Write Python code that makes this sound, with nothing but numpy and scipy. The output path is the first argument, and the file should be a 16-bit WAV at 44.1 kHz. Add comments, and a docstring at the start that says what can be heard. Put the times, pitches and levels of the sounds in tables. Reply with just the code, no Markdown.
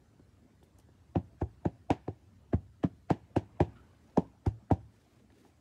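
"""Knocks on a tabletop

Thirteen knocks close to a phone in a quiet room, with light taps before and after them. Each blow rings
the damped modes of the top as a bending wave: treble travels fastest, so the click comes before the thud.
A noise crack, diffuse tails and slow, wavering resonances go with it. Cards are touched (short noise puffs)
and slide (hiss and drag) over a bed of shaped noise: house rumble, room tone and a steady rustle."""
import sys
import numpy as np
from scipy import signal
from scipy.fft import rfft, irfft, next_fast_len
from scipy.io import wavfile
from scipy.ndimage import uniform_filter1d, map_coordinates

SR = 44100
rng = np.random.default_rng(int(sys.argv[2]) if len(sys.argv) > 2 else 0)


def unload_wav(signal):
    """Save mono or channel-first audio to the path in sys.argv[1] as 16-bit WAV at rate SR, clipped to [-1, 1]."""
    wavfile.write(
        sys.argv[1],
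        SR,
        np.round(np.clip(np.atleast_2d(signal).T, -1, 1) * 32767).astype(np.int16),
    )


N = 247037
SIZE = 2 ** 15  # samples in the transform of one blow
BLOW_HZ = np.fft.rfftfreq(SIZE, 1 / SR)
BLOW_T = np.arange(SIZE // 2) / SR  # seconds


def amp(db):
    """Decibels to amplitude."""
    return 10 ** (np.asarray(db) / 20)


def unit(x):
    """Scale to rms 1."""
    return x / np.sqrt(np.mean(x ** 2) + 1e-20)


def along(points, hz):
    """Read a curve of (f/Hz, value) points on a log frequency axis."""
    f, v = np.transpose(points)
    return np.interp(np.log(hz + 1), np.log(f + 1), v)


def filtered(x, response):
    """Multiply the spectrum of x by a function of frequency."""
    m = next_fast_len(N + 8192)
    return irfft(rfft(x, m) * response(np.fft.rfftfreq(m, 1 / SR)), m)[:N]


def add(track, sound, s):
    """Mix a sound in from time s."""
    part = track[round(s * SR):][:len(sound)]
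    part += sound[:len(part)]


def wobble(rate, count, t):
    """A smooth random curve through count knots, rate knots per unit of t."""
    return map_coordinates(rng.standard_normal(count), [t * rate])


def rush(spectrum, patchy_db):
    """Shaped noise of rms 1 with random gain patches in time and frequency."""
    z = signal.stft(rng.standard_normal(N), nperseg=1024)[2]
    field = uniform_filter1d(rng.standard_normal(z.shape), 5, 0)
    field = uniform_filter1d(field, 4, 1)
    noise = signal.istft(z * amp(patchy_db * unit(field)), nperseg=1024)[1][:N]
    return unit(filtered(noise, lambda hz: amp(along(spectrum, hz))))


# background levels over time: (t/s, rumble level/dB, room tone level/dB)
FLOOR = [(0.0, -63, -68), (.45, -63.5, -69), (1.2, -61, -68), (2.3, -60.5, -68.5), (3.0, -61.5, -71.5),
         (3.7, -59.5, -62.5), (4.4, -65, -69), (5.6, -66.5, -69.5)]
# noise colours, relative levels: (f/Hz, level/dB)
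RUMBLE_COLOUR = [(12, -44), (36, -20.5), (60, 3.5), (97, 1.5), (125, -2), (198, -14.5), (289, -13),
                 (400, -23), (520, -48), (880, -120)]
ROOM_TONE_COLOUR = [(88, -33.5), (150, -8.5), (200, 0), (291, -5.5), (375, -10), (756, -14), (3000, -30),
                    (3900, -53), (6600, -120)]
RUSTLE_COLOUR = [(880, -27.5), (1500, -4), (2450, -12), (3220, -8.5), (3690, -8), (7620, -11), (13600, -21),
                 (15600, -22)]
RUSTLE_DB = -80.5


def background():
    """House rumble and room tone drift in level under a steady rustle."""
    s, *levels = np.transpose(FLOOR)
    rumble, room_tone = [amp(np.interp(np.arange(N) / SR, s, level)) for level in levels]
    bed = rumble * rush(RUMBLE_COLOUR, patchy_db=-0.5)
    bed += room_tone * rush(ROOM_TONE_COLOUR, patchy_db=3.5)
    return bed + amp(RUSTLE_DB) * rush(RUSTLE_COLOUR, patchy_db=2.3)


# cards sliding over each other: (start t/s, length t/s, hiss level/dB, drag level/dB)
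SLIDES = [(3.599, 0.65, -82, -79), (4.914, .32, -78.5, -73.5), (5.328, 0.19, -75, -69.5)]
# noise colours of the slide, relative levels: (f/Hz, level/dB)
HISS_COLOUR = [(710, -16), (1200, -3), (1520, -4), (1920, -2), (3180, -8), (3860, -6.5), (7760, -12),
               (15600, -23.5)]
DRAG_COLOUR = [(120, -32.5), (230, -4), (370, 2), (600, -10), (1200, -34)]
SLIDE_EDGE_S = .09  # fade in and out
CATCH_DB, LUMP_DB = 2.5, 1.5  # unevenness of the hiss and of the drag


def slides():
    """Card on card: a hiss that catches and a lumpy low drag, faded in and out on each stroke."""
    t = np.arange(N) / SR
    hiss, drag = np.zeros(N), np.zeros(N)
    for s, length, hiss_db, drag_db in SLIDES:
        from_edge = np.minimum(t - s, s + length - t)
        stroke = np.clip(from_edge / SLIDE_EDGE_S + .5, 0, 1)
        hiss += stroke * amp(hiss_db)
        drag += stroke * amp(drag_db)
    catch = amp(CATCH_DB * wobble(160, int(N * 160 / SR) + 4, t))
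    lumps = amp(LUMP_DB * wobble(30, int(N * 30 / SR) + 4, t))
    return hiss * catch * rush(HISS_COLOUR, patchy_db=0.0) + drag * lumps * rush(DRAG_COLOUR, patchy_db=5.0)


# small touches of cards: (t/s, level/dB before rise and decay, centre f/Hz, width/octaves, t60/s)
TOUCHES = [(0.63, -69, 10000, 1.6, 0.1), (0.63, -63.5, 3400, 0.21, 0.019), (.785, -58, 8200, 0.63, 0.026),
           (.795, -65, 7000, 1.5, 0.059), (3.753, -59, 1334, 0.16, 0.24), (3.758, -65, 2520, 0.87, 0.12),
           (4.098, -66, 2500, 1.2, 0.014), (4.272, -64, 3000, 1.7, 0.0082),
           (5.196, -64.5, 1200, 1.6, 0.033), (5.322, -59, 2500, 1.8, 0.0084)]
# fingertips landing just ahead of some knocks: (t/s, level/dB before rise and decay)
FINGERTIPS = [(1.152, -43.5), (1.412, -37.5), (2.529, -34.5), (2.836, -34), (4.451, -55), (4.461, -36.5),
              (4.702, -40.5)]
FINGERTIP_HZ, FINGERTIP_OCTAVES, FINGERTIP_T60_S = 720, 1.4, 0.06
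RISE_SHARE = .03  # rise time as a share of t60


def touches():
    """Cards and fingertips: short puffs of noise around a centre pitch, quick to rise and decaying."""
    out, t = np.zeros(N), np.arange(8192) / SR
    hz = np.fft.rfftfreq(len(t), 1 / SR) + 1
    tips = [(s, db, FINGERTIP_HZ, FINGERTIP_OCTAVES, FINGERTIP_T60_S) for s, db in FINGERTIPS]
    for s, db, centre_hz, width, t60 in TOUCHES + tips:
        band = np.exp(-(np.log2(hz / centre_hz) / width) ** 2) / np.sqrt(hz)
        noise = unit(irfft(rfft(rng.standard_normal(len(t))) * band))
        rise = 1 - np.exp(-t / (RISE_SHARE * t60))
        add(out, amp(db - 60 * t / t60) * noise * rise, s)
    return out


def late(s):
    """Delay a blow's spectrum by s seconds."""
    return np.exp(-2j * np.pi * BLOW_HZ * s)


# slow resonances of table and room: (f/Hz, relative level/dB, t60/s)
RESONANCES = [(69.2, -2.5, 0.62), (112.4, 3, 0.4), (247, -7, 0.14), (537, -15.5, 0.24)]
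ROOM_DB = -72  # common level over the thud
RING_SCATTER_DB = 3  # random spread from blow to blow
WAVER_DB, WAVER_RATE = 4.5, 23.6  # the resonances beat and break up, knots a second


def slow_resonances(wood):
    """Wavering decaying sines, each as strong as the wood drives its pitch."""
    t = BLOW_T
    drive = uniform_filter1d(abs(wood), 40)
    ring = np.zeros(len(t))
    for f, level, t60 in RESONANCES:
        decay = amp(level + rng.normal(0, RING_SCATTER_DB) - 60 * t / t60)
        waver = amp(WAVER_DB * wobble(WAVER_RATE, 64, t))
        tone = np.sin(2 * np.pi * (f * rng.normal(1, 0.022) * t + rng.random()))
        ring += np.interp(f, BLOW_HZ, drive) * decay * waver * tone
    swell = 1 - np.exp(-(t / 0.01) ** 2)
    return amp(ROOM_DB) * ring * swell


def scatter(decay):
    """A new diffuse tail of energy 1, each frequency dying at its own speed."""
    hz, t, z = signal.stft(rng.standard_normal(SIZE // 2), SR, nperseg=512, noverlap=448)
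    fading = z * amp(-60 * t / along(decay, hz)[:, None])
    tail = signal.istft(fading, SR, nperseg=512, noverlap=448)[1]
    return rfft(tail / np.linalg.norm(tail), SIZE)


# share of each blow scattered by table and room, and its decay: (f/Hz, level/dB), (f/Hz, t60/s)
SCATTERED = [(80, -9), (250, -8), (700, -3.5), (2000, -6), (6000, -2.5)]
SCATTERED_DECAY = [(60, 0.086), (160, 0.077), (420, 0.079), (1100, 0.077), (2900, 0.13), (8000, 0.13)]
# the far walls answer late and faintly: (f/Hz, level/dB), (f/Hz, t60/s)
WALLS = [(80, -24.5), (250, -25.5), (600, -18), (2000, -29), (6000, -25)]
WALLS_DECAY = [(100, 0.46), (600, 0.13), (3000, 0.75), (10000, 0.2)]


def reflections():
    """Diffuse sound from table and room after 3.3 ms and from the far walls after 28 ms."""
    near = amp(along(SCATTERED, BLOW_HZ)) * late(0.0033) * scatter(SCATTERED_DECAY)
    far = amp(along(WALLS, BLOW_HZ)) * late(0.028) * scatter(WALLS_DECAY)
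    return near + far


# colour of the crack through the air: (f/Hz, level/dB)
CRACK = [(700, -21), (1100, 2.5), (1300, -2), (1700, 7), (2100, -1.5), (2400, 0), (4400, -13),
         (6900, -16.5), (10000, -30), (15500, -39)]
GRAIN_DB = 2.5  # random peaks and gaps in the crack's spectrum, new for each blow
BURST_LUMP_DB, FALL_S = 5, 0.00096  # unevenness of the crack's burst; how fast it dies away


def crack_burst(rise, lead):
    """A lumpy noise burst of energy 1 that swells briefly, then dies away."""
    since = BLOW_T - lead - .001
    shape = np.exp(np.where(since < 0, since / max(rise, 2e-4), -since / FALL_S))
    lumps = amp(BURST_LUMP_DB * wobble(900, 400, BLOW_T))
    burst = rng.standard_normal(len(BLOW_T)) * shape * lumps
    return rfft(burst / np.linalg.norm(burst), SIZE)


def crack_colour(strength_db, snap_db, air_db):
    """Spectrum of the crack, tilted by its levels at 2.5 and 9 kHz."""
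    tilt = along([(2500, snap_db), (9000, air_db)], BLOW_HZ)
    return amp(strength_db + along(CRACK, BLOW_HZ) + tilt)


def bending(hz):
    """Bending waves go as fast as the root of frequency, so lows lag: delay .1005 / sqrt(hz) s, less 4 ms."""
    return np.exp(-2j * np.pi * (.201 * np.sqrt(hz) - .004 * hz + .25))


def mode(centre, width):
    """Response of one damped mode, from its centre and width in Hz."""
    return 1j * BLOW_HZ * width / (centre ** 2 - BLOW_HZ ** 2 + 1j * BLOW_HZ * width)


# modes of the tabletop, neighbours in opposite phase: (f/Hz, width/Hz)
TOP_MODES = [(82.5, 63.3), (106, 90.8), (188, 48.7), (273, 62.3), (370, 91.7), (440, 147), (734, 212),
             (953, 145)]
# how a blow drives each mode of the top: (level/dB, dB per unit of heft, dB per unit of spot)
DRIVE = [(20.5, 9, 1.5), (26.94, 5, 1.99), (25.04, -3.06, 7), (23.4, -2.5, 5), (21.83, -1.3, -5),
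         (15.26, -3.5, -8), (13.9, -2.5, -2.2), (9, -4.03, -3.9)]
BRIGHT_FROM_HZ = 240  # brightness tilts the modes above this


def mode_levels(strength_db, heft, spot, bright):
    """Heft, spot and brightness decide how hard a blow drives each mode, in dB."""
    base_db, per_heft, per_spot = np.transpose(DRIVE)
    octaves = np.log2(np.maximum(np.transpose(TOP_MODES)[0] / BRIGHT_FROM_HZ, 1))
    return strength_db + base_db + heft * per_heft + spot * per_spot + bright * octaves


# blows on the top, knocks and light taps: (t/s, strength level/dB, heft from knuckle -2 to whole fist 2,
# spot across the top -1.5 to 2.3, brightness/dB per octave, crack level/dB over the strength at 2.5 kHz
# and at 9 kHz, rise time of the crack t/s, rebound level/dB)
BLOWS = [(0.196, -27, 1.42, -0.97, -11, -25, -10, .002, -18),
         (.628, -39.5, 1.6, -1.44, 3.5, -2, -12, .001, -8),
         (.79, -41.5, 1.75, 0.54, 6.5, 0, -4, 0.0011, -19),
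         (.887, -34.5, 0.7, -0.83, -1.5, -17, -15, .001, -21),
         (1.1579, -2, 0.87, 0.74, 3, -12.5, -18, 0.0025, -1.5),
         (1.4165, -3.5, 1.8, -0.84, 1, -23.5, -14.5, 0.01, -22),
         (1.654, 0.2, -0.33, 0.0051, -1.5, -15.5, -20.5, 0.0016, -9.5),
         (1.9034, 2, -0.02, -0.23, 2.5, -1.6, -7, 0.0003, -22),
         (2.0805, -6.5, 0.53, -1.02, -2, -16.5, -19.5, 0.0016, -11),
         (2.5332, -6.5, 2, 2.26, 7.5, -13, -12, 0.0036, -21),
         (2.8384, -4.6, 0.9, 1.73, 3, -9, -10.5, 0.0042, -15.5),
         (3.1042, 3, -0.38, -.1, 0.4, -6.5, -10, 0.0035, -16),
         (3.3641, 2.1, 0.1, -0.059, 0.5, -8.5, -8, 0.0018, -13.5),
         (3.6041, 3.5, 0.84, -0.54, 2, -8, -11.5, 0.0016, -8),
         (4.174, 4, -1.5, -0.4, -1.5, -15.5, -12.5, 0.0023, -8.5),
         (4.4649, -0.5, 1.96, -0.22, 0, -15, -8.5, 0.0029, -16.5),
         (4.712, 1.5, 1.38, 1, 6.5, -12.5, -11, .00083, -15.5),
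         (5.303, -41.5, 0.7, -0.43, 3, 4.5, -8, .001, -12),
         (5.451, -38, 1.8, -.6, 5.5, 2.5, -7, .0015, -10)]
REBOUND_S, REBOUND_HZ = 0.01162, 278  # the hand lands again, softly
AHEAD_DB = -9.5  # ring before the click, over the seventh mode


def knocks():
    """Each blow: modes of the top, the crack through the air, their scatter, and slow resonances."""
    out = np.zeros(N)
    lead = .03  # seconds of room for sound ahead of the blow
    modes = np.array([(-1) ** k * mode(*row) for k, row in enumerate(TOP_MODES)])
    soft = 1 / (1 + (BLOW_HZ / 1250) ** 8)  # skin on wood drives no high modes
    for s, strength_db, heft, spot, bright, snap_db, air_db, rise, rebound_db in BLOWS:
        db = mode_levels(strength_db, heft, spot, bright)
        wood = amp(db) @ modes * soft * bending(BLOW_HZ)
        wood = wood * (1 + amp(rebound_db) * late(REBOUND_S) / (1 + (BLOW_HZ / REBOUND_HZ) ** 2))
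        # the conjugate runs backwards: a faint ring near 700 Hz swells just ahead of the click
        ahead = amp(AHEAD_DB + db[6]) * np.conj(mode(700, 90)) * soft
        colour = crack_colour(strength_db, snap_db, air_db)
        grain = amp(GRAIN_DB * wobble(4, 64, np.log2(BLOW_HZ + 1)))  # four knots an octave
        crack = colour * grain * crack_burst(rise, lead)
        diffuse = reflections() * (wood + colour)
        add(out, irfft((wood + ahead + diffuse) * late(lead) + crack, SIZE), s - lead)
        add(out, slow_resonances(wood), s)
    return out


def scene():
    """Background, cards and blows in one channel."""
    return (background() + slides() + touches() + knocks())[None]


TOP_HZ = 15730  # band limit of the phone


def record(dry):
    """The phone cuts the deepest bass and keeps nothing above its band limit but a trace of hiss."""
    def band(hz):
        bass = (hz / 55) ** 2
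        return (hz < TOP_HZ) * -bass / (1 + 1.4j * hz / 55 - bass)  # second-order high-pass at 55 Hz
    return filtered(dry[0], band)[None] + amp(-105) * rng.standard_normal((1, N))


dry = scene()
out = record(dry)
unload_wav(out)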